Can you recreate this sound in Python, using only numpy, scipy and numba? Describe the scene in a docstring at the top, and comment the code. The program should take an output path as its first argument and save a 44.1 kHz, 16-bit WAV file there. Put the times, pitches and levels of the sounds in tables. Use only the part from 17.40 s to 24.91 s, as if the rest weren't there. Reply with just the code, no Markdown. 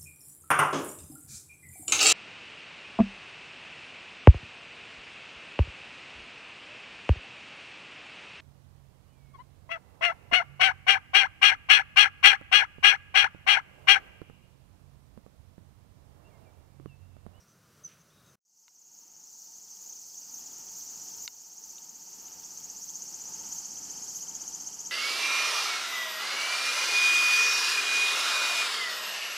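"""Two places outdoors, cut together. It opens on a second of quiet meadow: far traffic as shaped noise, far
crickets as narrow noise, one near cricket as a gliding tone, then a grainy rustle and a far bird's whistle.
A slow fade then opens on a wood: a near cicada throbs, its clicks ringing moving resonances, over a noise band
of far cicadas and the noise of traffic and leaves. At the microphone the camera ticks faintly; two knocks, then
two strong narrow-band ticks, ring its body modes, and the hardest knock pulls the gain control down."""
import sys
import numpy as np
from scipy import signal
from scipy.fft import rfft, irfft, next_fast_len
from scipy.io import wavfile
from scipy.ndimage import uniform_filter1d, minimum_filter1d
from numba import njit

SR = 44100
rng = np.random.default_rng(int(sys.argv[2]) if len(sys.argv) > 2 else 0)


def level_to_linear(level):
    """Convert decibel levels to linear amplitude factors, elementwise."""
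    exponent = np.asarray(level, float) / 20
    return 10 ** exponent


def log_audio(samples):
    """Write samples as a 16-bit WAV file to the path given in sys.argv[1]."""
    # one column per channel
    frames = np.atleast_2d(samples).T
    # limit to full scale, then quantise
    limited = np.clip(frames, -1, 1)
    pcm = np.round(limited * 32767).astype(np.int16)
    wavfile.write(sys.argv[1], SR, pcm)


N = 331191
T = np.arange(N) / SR


def curve(table):
    """Columns of a table as signals gliding in time."""
    s, *columns = np.transpose(table)
    return [np.interp(T, s, c) for c in columns]


def held(table):
    """Columns of a table as steps in time."""
    s, *columns = np.transpose(table)
    return [c[np.searchsorted(s, T, side="right") - 1] for c in columns]


def noise():
    """White noise of rms 1."""
    return rng.standard_normal(N)


def level(x, db):
    """Scale to an rms level."""
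    return x * level_to_linear(db) / np.sqrt(np.mean(x ** 2))


def colour(x, points):
    """Shape a spectrum by (Hz, dB) points, then set its rms to 1."""
    hz, db = np.transpose(points)
    size = next_fast_len(N)
    f = np.maximum(np.arange(size // 2 + 1) * SR / size, 1)
    weight = level_to_linear(np.interp(np.log(f), np.log(hz), db))
    return level(irfft(rfft(x, size) * weight, size)[:N], 0)


def walk(rate):
    """Random levels held 1 / rate s and slewed twice; spread near 1."""
    k = int(SR / rate)
    steps = np.repeat(rng.standard_normal(N // k + 1), k)
    return 1.3 * uniform_filter1d(uniform_filter1d(steps, k), k)[:N]


def bump(s, length):
    """A smooth Gaussian swell in time."""
    return np.exp(-.5 * ((T - s) / length) ** 2)


def note(s, length, edge):
    """Rise, hold, fall."""
    return np.clip(np.minimum(T - s, s + length - T) / edge, 0, 1)


@njit
def svf(x, hz, width):
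    """Band-pass whose centre moves every sample."""
    y, b, l = np.empty(len(x)), 0., 0.
    for i in range(len(x)):
        g, k = np.tan(np.pi * hz[i] / SR), width / hz[i]
        v = (b + g * (x[i] - l)) / (1 + g * (g + k))
        b, l, y[i] = 2 * v - b, l + 2 * g * v, k * v
    return y


def ground_echo(x, db):
    """One inverted early reflection, 2.595 ms late, combs the spectrum."""
    return x - level_to_linear(db) * np.interp(T - .002595, T, x)


# open meadow with far traffic, spectrum at the microphone: freq_hz, density_db (relative, dB per Hz)
MEADOW_SPECTRUM = [(15, -40), (25, -25.5), (152, 0.5), (260, -11.5), (583, -13), (850, -19.5),
                   (1300, -11.5), (2000, -21.5), (3700, -24), (5000, -21.5), (9000, -26), (15600, -28.5)]
MEADOW_DB = -63


def meadow_air():
    """Far traffic rumble over open ground: shaped noise whose level wanders."""
    return colour(noise(), MEADOW_SPECTRUM) * level_to_linear(MEADOW_DB + 1.0 * walk(7.6))


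# chirps from across the meadow: start_s, level_db (before the common lift), length_s
FAR_CHIRPS = [(-.02, -75.5, 0.063), (0.073, -76, 0.06513), (.375, -81.5, 0.0274), (0.504, -73.5, .05),
              (0.576, -73.5, .055), (.65, -82.5, .11), (0.853, -79, 0.095)]
FAR_BED_DB, FAR_LIFT_DB = -80.5, 4.112  # the bed too is before the lift


def far_crickets():
    """Distance leaves a narrow noise of wandering pitch: chirps over a steady bed."""
    song = level(svf(noise(), 6050 + 120 * walk(12), 260.), FAR_LIFT_DB)
    chirps = sum(level_to_linear(db) * note(s, length, 0.01307) for s, db, length in FAR_CHIRPS)
    return song * (level_to_linear(FAR_BED_DB) + chirps)


# wing strokes close to the microphone: centre_s, level_db (rms of the tone at the top), spread_s
CRICKET_STROKES = [(.437, -58, 0.000884), (.441, -47.5, 0.001235), (0.451, -39, 0.0037),
                   (.463, -41, 0.004117), (0.478, -50.5, .0025), (0.492, -57, .003)]
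# the pitch settles downward through the chirp, echoes die away
CHIRP_S, CHIRP_HZ, CHIRP_DROP_HZ, CHIRP_SETTLE_S = 0.439, 5963.4, 330, .01
ECHO_S, ECHO_DB, ECHO_DB_A_SECOND = .47, -59, -170


def near_cricket():
    """Wing strokes sound a falling tone with a faint octave; scattered echoes blur it into narrow noise."""
    hz = CHIRP_HZ + CHIRP_DROP_HZ * np.exp(-np.maximum(T - CHIRP_S, 0) / CHIRP_SETTLE_S)
    phase = 2 * np.pi * np.cumsum(hz) / SR
    strokes = sum(level_to_linear(db) * bump(s, length) for s, db, length in CRICKET_STROKES)
    chirp = np.sqrt(2) * strokes * (np.sin(phase) + level_to_linear(-35) * np.sin(2 * phase))
    decay = level_to_linear(ECHO_DB + ECHO_DB_A_SECOND * np.abs(T - ECHO_S))
    onset = np.clip((T - ECHO_S) / .012, 0, 1)
    return chirp + level(svf(noise(), hz, 240.0), 0) * decay * onset


RUSTLE_S, RUSTLE_DB, RUSTLE_RISE_S, RUSTLE_FALL_S = 0.47821, -63.5, .02, 0.05  # level before the envelope


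def rustle():
    """Noise in grains of uneven strength, rising quickly and dying away."""
    since = np.maximum(T - RUSTLE_S, 0)
    grains = noise() * level_to_linear(2.2 * walk(300))
    shaped = colour(grains, [(700, -34), (1400, -3.0), (2800, 2), (4500, -12), (8000, -40)])
    envelope = 2 * (1 - np.exp(-since / RUSTLE_RISE_S)) * np.exp(-since / RUSTLE_FALL_S)
    return shaped * level_to_linear(RUSTLE_DB) * envelope


# whistled notes from far off: start_s, level_db, length_s; the first slides up to the pitch
BIRD_NOTES = [(.695, -75, 0.0823), (0.767, -72, 0.0592), (.835, -72.5, 0.0746)]
BIRD_HZ, BIRD_SLIDE_HZ, BIRD_SLIDE_S = 3760, 700, .012


def far_bird():
    """A thin whistle: noise through a narrow band at the note's pitch."""
    hz = BIRD_HZ - BIRD_SLIDE_HZ * np.exp(-np.maximum(T - BIRD_NOTES[0][0], 0) / BIRD_SLIDE_S)
    notes = sum(level_to_linear(db) * note(s, length, 0.00925) for s, db, length in BIRD_NOTES)
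    return level(svf(noise(), hz, 120.), 0) * notes


# near cicada in the wood: time_s, effort_db, click_rate_hz (mean, tymbal clicks), swing (of the abdomen, 0-1)
SONG = [(1, -2, 306, 0.63), (1.8, -1, 306, 0.4), (2.6, -1, 375, .4), (3.3, -2.5, 298.94, 0.58),
        (4, -.5, 295, 0.84), (4.7, -0.5, 297, 1), (5.4, .5, 265, 1), (6.1, 0, 255, 0.8),
        (6.8, -0.5, 244, 1), (7.5, -1.5, 240, 1)]
# harder squeezes of the abdomen: centre_s, extra_db
ACCENTS = [(1.2, 3), (1.578, 3), (2.021, 2.5), (2.47, 3), (2.968, 3), (3.396, 3.5), (3.853, 3.5),
           (4.28, 2.5), (4.862, 1), (5.47, 1.5), (6.149, 3.5), (6.776, 4.5), (7.418, 2)]
ACCENT_SPREAD_S = 0.032
# one throb: share (of the throb, 0-1), body_hz (before the sweep is scaled), overtone_share (of its top)
SWEEP = [(0, 7300, .99), (.12, 7700, 1.0), (.28, 6500, .99), (.42, 5300, .97), (.7, 6500, .94),
         (.9, 7096, .97), (1, 7300, .99)]
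# pace of the abdomen, held until the next row: from_s, throbs_hz
PACE = [(0, 15.6), (2.1, 16.08), (2.5, 15.72), (3.1, 15.33), (3.5, 15.75), (3.9, 16.12), (4.9, 15.83),
        (6.7, 15.55)]
FIRST_THROB_S = 1.081
# cicada's spectrum before the ground echo: freq_hz, density_db (relative, dB per Hz)
VOICE = [(2100, -50), (3900, -14), (4500, -7.5), (5400, -6), (6300, -4), (7200, -9), (8000, -12.5),
         (9200, -42), (9800, -28.5), (10500, -19), (13200, -17), (14600, -10), (15600, -17.5)]
SONG_DB = -40.5  # before effort, accents and the ground echo
# a wide swing silences the falling half of the throb
ONE_SIDED_FROM, ONE_SIDED_AT = 0.49, 0.97
# as the singer tires the overtone sinks and fades
TIRES_FROM_S, TIRES_S, OVERTONE_DB, OVERTONE_LOSS_DB, TOP_HZ, TOP_SAG_HZ = 3.5, 3.8, 0, 16, 14300, 1900


def cicada():
    """Tymbal clicks ring a body resonance and its overtone; each throb of the abdomen sweeps both."""
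    effort_db, rate, swing = curve(SONG)
    pace = held(PACE)[0]
    throb = (np.cumsum(pace) / SR - pace[0] * FIRST_THROB_S) % 1
    falling = np.clip((ONE_SIDED_AT - swing) / (ONE_SIDED_AT - ONE_SIDED_FROM), 0, 1)
    tired = np.clip((T - TIRES_FROM_S) / TIRES_S, 0, 1)
    over_db = OVERTONE_DB - OVERTONE_LOSS_DB * tired ** 1.903
    top_hz = TOP_HZ - TOP_SAG_HZ * tired ** 3.2
    share, body_hz, height = np.transpose(SWEEP)
    accent_db = sum(db * bump(s, ACCENT_SPREAD_S) for s, db in ACCENTS)

    # each click is a sharp snap and a short rattle of buckling ribs
    cycles = np.cumsum(rate * (1 + .012 * walk(60))) / SR
    size = level_to_linear(1.4 * noise())[cycles.astype(int)]
    snap = np.exp(600 * (np.cos(2 * np.pi * cycles) - 1))
    rattle = np.exp(0.9273 * np.cos(2 * np.pi * (cycles - .15))) * noise()
    clicks = size * (0.8425 * level(snap, 0) + level(rattle, 0))
    rising = np.exp((0.72 + 0.21 * tired) * (np.cos(2 * np.pi * (throb - .79)) - 1))
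    back = np.exp(1.052 * (np.cos(2 * np.pi * (throb - .22)) - 1))

    # the sweep widens with the swing
    centre = 6400 + (0.4464 + 0.17 * swing) * (np.interp(throb, share, body_hz) - 6400)
    body = svf(svf(clicks, centre, 1200.), centre, 1200.0)
    body = body * (2.5 + 2.2 * swing) * (rising + falling * back)

    # the overtone is breathier than the body
    sizzle = .5 * clicks + 1.14 * noise()
    high = np.clip(top_hz * (1 - swing * (1 - np.interp(throb, share, height))), 9000, 16000)
    over = svf(svf(sizzle, high, 5000.), high, 5000.) * (1 + 0.3 * np.cos(2 * np.pi * (throb - .17)))

    # a wide swing drives the body hard enough to sound near its octave
    octave_hz = (1.9 - .12 * tired) * centre
    octave = svf(svf(sizzle, octave_hz, 2600.), octave_hz, 2600.)
    octave = octave * (1.3 - 0.39 * tired) * swing ** 2 * rising

    # a harder squeeze also rings a band just under the top
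    squeeze = svf(sizzle, 0.892 * top_hz, 2600.) * .3 * (1 - .5 * tired) * accent_db

    # the unswept rest of the click loses its highest treble as the overtone sinks
    treble_loss = np.clip((15000 - top_hz) / 2000, 0, 1)
    rest = sizzle - treble_loss * svf(sizzle, np.full(N, 15300.), 6000.)
    mix = 0.38 * (1 - 0.68 * tired) * rest + body + octave + 1.4058 * level_to_linear(over_db) * over + squeeze
    voice = colour(mix, VOICE)
    return ground_echo(voice * level_to_linear(SONG_DB + effort_db + accent_db + 0.28 * walk(14)), -4.0)


# cicadas far off in the wood: freq_hz, density_db (relative, dB per Hz)
CHORUS_SPECTRUM = [(2120, -74), (3870, -29), (4250, -18.5), (4600, -12), (5200, -10.5), (6170, -1.5),
                   (6980, -5), (8100, -15), (9300, -29), (9800, -29.5), (10600, -21), (13000, -24.5),
                   (14500, -33), (15600, -43)]
CHORUS_DB, CHORUS_THINS_DB_A_SECOND = -42, 0.46  # level at 2.5 s, before the ground echo


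def chorus():
    """Many far cicadas blur into a band of noise that flickers a little and slowly thins."""
    level_db = CHORUS_DB - CHORUS_THINS_DB_A_SECOND * (T - 2.5) + 0.99 * walk(9)
    return ground_echo(colour(noise(), CHORUS_SPECTRUM) * level_to_linear(level_db), -11.5)


# far traffic and leaves around the microphone: freq_hz, density_db (relative, dB per Hz)
WOOD_SPECTRUM = [(15, -48), (25, -15), (134, -7.5), (180, -1), (412, -4.5), (510, -6.5), (660, -11),
                 (750, -1.5), (820, -3.5), (905, 2.5), (1040, -11), (1200, -7.5), (2030, -15.5),
                 (3000, -10.5), (3800, -22), (5200, -40)]
# far vehicles passing: centre_s, swell_db (of the rumble), spread_s
PASSES = [(3.403, 3, 0.34), (5.3, 3.5, 0.3), (6.3, 5.5, .45), (7.3, 1, 0.35)]
WOOD_DB, RUMBLE_HZ, TYRE_SHARE = -56.5, 300, 0.32  # level before the passes


def wood():
    """Far traffic and leaves as shaped noise; a passing vehicle lifts the rumble most, the tyre roar less."""
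    air = colour(noise(), WOOD_SPECTRUM)
    low = signal.sosfilt(signal.butter(2, RUMBLE_HZ, fs=SR, output="sos"), air)
    pass_db = sum(db * bump(s, length) for s, db, length in PASSES)
    lifted = low * level_to_linear(pass_db) + (air - low) * level_to_linear(TYRE_SHARE * pass_db)
    return lifted * level_to_linear(WOOD_DB + 1.508 * walk(5.4))


# camera mechanism at the microphone, held until the next row:
# from_s, level_db (mean, before the tick's envelope), pitch_hz (mean)
TICKS = [(0, -54, 3310), (5.55, -56, 3345), (5.93, -46.5, 3164)]
# ticks that stand out: time_s
LOUD_TICKS = [2.285, 2.368, 2.535, 2.744, 2.994, 3.077, 3.119, 3.286, 3.411, 3.702, 3.744, 5.037, 5.204,
              5.495, 6.030, 6.371, 6.447, 6.531, 6.864, 7.030, 7.330]
TICK_RATE_HZ, TICK_START_S, LOUD_TICK_DB = 24000 / 1001, 1.0320, -44  # level before the envelope


def ticks():
    """The mechanism ticks evenly, a short damped sine each time, now and then a stronger one."""
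    out = np.zeros(N + 1500)
    tick_db, tick_hz = held(TICKS)
    starts = (np.arange(TICK_START_S, N / SR, 1 / TICK_RATE_HZ) * SR).astype(int)
    chance = rng.standard_normal((len(starts), 2))
    level_db = tick_db[starts] + 1.8 * chance[:, 0]
    loud = np.round((np.array(LOUD_TICKS) - TICK_START_S) * TICK_RATE_HZ).astype(int)
    level_db[loud] = LOUD_TICK_DB
    t = T[:1500]
    envelope = t / 0.0021246 * np.exp(1 - t / 0.0011)
    for i, db, detune in zip(starts, level_db, chance[:, 1]):
        tone = np.sin(2 * np.pi * tick_hz[i] * (1 + 0.018 * detune) * t)
        out[i:][:len(t)] += level_to_linear(db) * tone * envelope
    return out[:N]


# modes of the camera body: freq_hz, weight_db (relative), t60_s
BODY_MODES = [(965, -7, 0.03444), (1426.1, -7, 0.01941), (2133.9, -3, 0.013), (2870, -5, 0.01465),
              (3730, -2.5, 0.013), (4390.5, 3.5, 0.009313), (5476.8, -4.5, 0.00866), (6013, -16, 0.0042),
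              (7430, -1.5, 0.0057), (8758, -3.5, 0.00511)]


def ring(centre_hz, octaves):
    """The camera body's modes after an impact that favours one region; peak 1."""
    hz, db, t60 = np.transpose(BODY_MODES)[:, :, None]
    t = T[:1500]
    weight = level_to_linear(db - 5.1 * (np.log2(hz / centre_hz) / octaves) ** 2)
    start_phase = 2.6 * np.arange(len(BODY_MODES))[:, None]
    modes = weight * np.sin(2 * np.pi * hz * t + start_phase) * level_to_linear(-60 * t / t60)
    y = np.sum(modes, axis=0) * (1 - np.exp(-t / 0.00011)) ** 2
    return y / np.max(np.abs(y))


# two knocks on the camera body, then two strong narrow-band ticks of its mechanism:
# start_s, peak_db (before the fade-in, the stereo spread and the gain control), brightest_hz, spread_octaves
IMPACTS = [(1.2804, -21.5, 1900, 1.2), (3.8774, -10, 3900, 1.22), (4.3826, -31, 3373, 0.33),
           (4.8827, -38.5, 3115, 0.3675)]


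def camera_impacts():
    """Knocks ring many body modes at once; the strong ticks favour a narrow region of the same modes."""
    out = np.zeros(N)
    for s, db, hz, octaves in IMPACTS:
        out[int(s * SR):][:1500] += level_to_linear(db) * ring(hz, octaves)
    return out


# spectrum of the quiet side signal: freq_hz, weight_db (relative)
SIDE_SPECTRUM = [(25, -5), (300, 1.5), (600, -1), (1200, 3), (2500, 7), (5000, 3.5), (6200, 6.5),
                 (7400, -2), (10000, 10), (15000, -2)]
SIDE_DB, IMPACT_SIDE_DB = -64.5, -19.5  # rms of the side signal; impacts relative to their middle level


def stereo_spread(mid, impacts):
    """A quiet side signal, its sign randomly flipped and its level flickering; impacts lean to the left."""
    flicker = np.sign(walk(30)) * level_to_linear(1.6 * walk(13))
    side = level(colour(mid * flicker, SIDE_SPECTRUM), SIDE_DB) + level_to_linear(IMPACT_SIDE_DB) * impacts
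    return np.array([mid + side, mid - side])


CUT_S, AFTER_CUT_DB = 0.95562, -31  # the meadow drops
FADE_START_S, FADE_S = 0.992, 4.46  # the wood replaces it and fades in
WOOD_IN_S, WOOD_START_DB = 1.05, -16  # the wood is held lower until this time


def scene():
    """The meadow, dropping at the cut, then the wood; both nearly the same in each ear."""
    impacts = camera_impacts()
    meadow = meadow_air() + far_crickets() + near_cricket() + rustle() + far_bird()
    first = meadow * np.where(T < CUT_S, 1, level_to_linear(AFTER_CUT_DB)) * (T < FADE_START_S)
    second = cicada() + chorus() + wood() + ticks() + impacts
    second = second * np.where(T < WOOD_IN_S, level_to_linear(WOOD_START_DB), 1) * (T > FADE_START_S)
    return stereo_spread(first + second, impacts)


@njit
def gain_control(peak, top, rise, slew):
    """Its aim drops at once to keep peaks under the top, then creeps back; the gain slews after the aim."""
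    out, aim, g = np.empty(len(peak)), 1., 1.
    for i in range(len(peak)):
        aim = min(aim * rise, 1., top / (peak[i] + 1e-9))
        g += slew * (aim - g)
        out[i] = g
    return out


GAIN_TOP, RECOVERY_DB_A_SECOND, LOOK_AHEAD_S = 0.15, 2.5, 0.016354  # top as a share of full scale


def top_cut(x):
    """Nothing passes above the cut-off."""
    return signal.sosfilt(signal.butter(12, 15720, fs=SR, output="sos"), x)


def record(dry):
    """Gain control that looks ahead to the coming peak, then the linear fade into the wood."""
    ahead = int(LOOK_AHEAD_S * SR)
    peak = -minimum_filter1d(-np.max(np.abs(dry), axis=0), size=2 * ahead + 1)
    gain = gain_control(peak, GAIN_TOP, level_to_linear(RECOVERY_DB_A_SECOND / SR), 0.045)
    fade = np.where(T > FADE_START_S, np.clip((T - FADE_START_S) / FADE_S, 0, 1), 1)
    finished = dry * gain * fade
    return top_cut(finished)


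dry = scene()
out = record(dry)
log_audio(out)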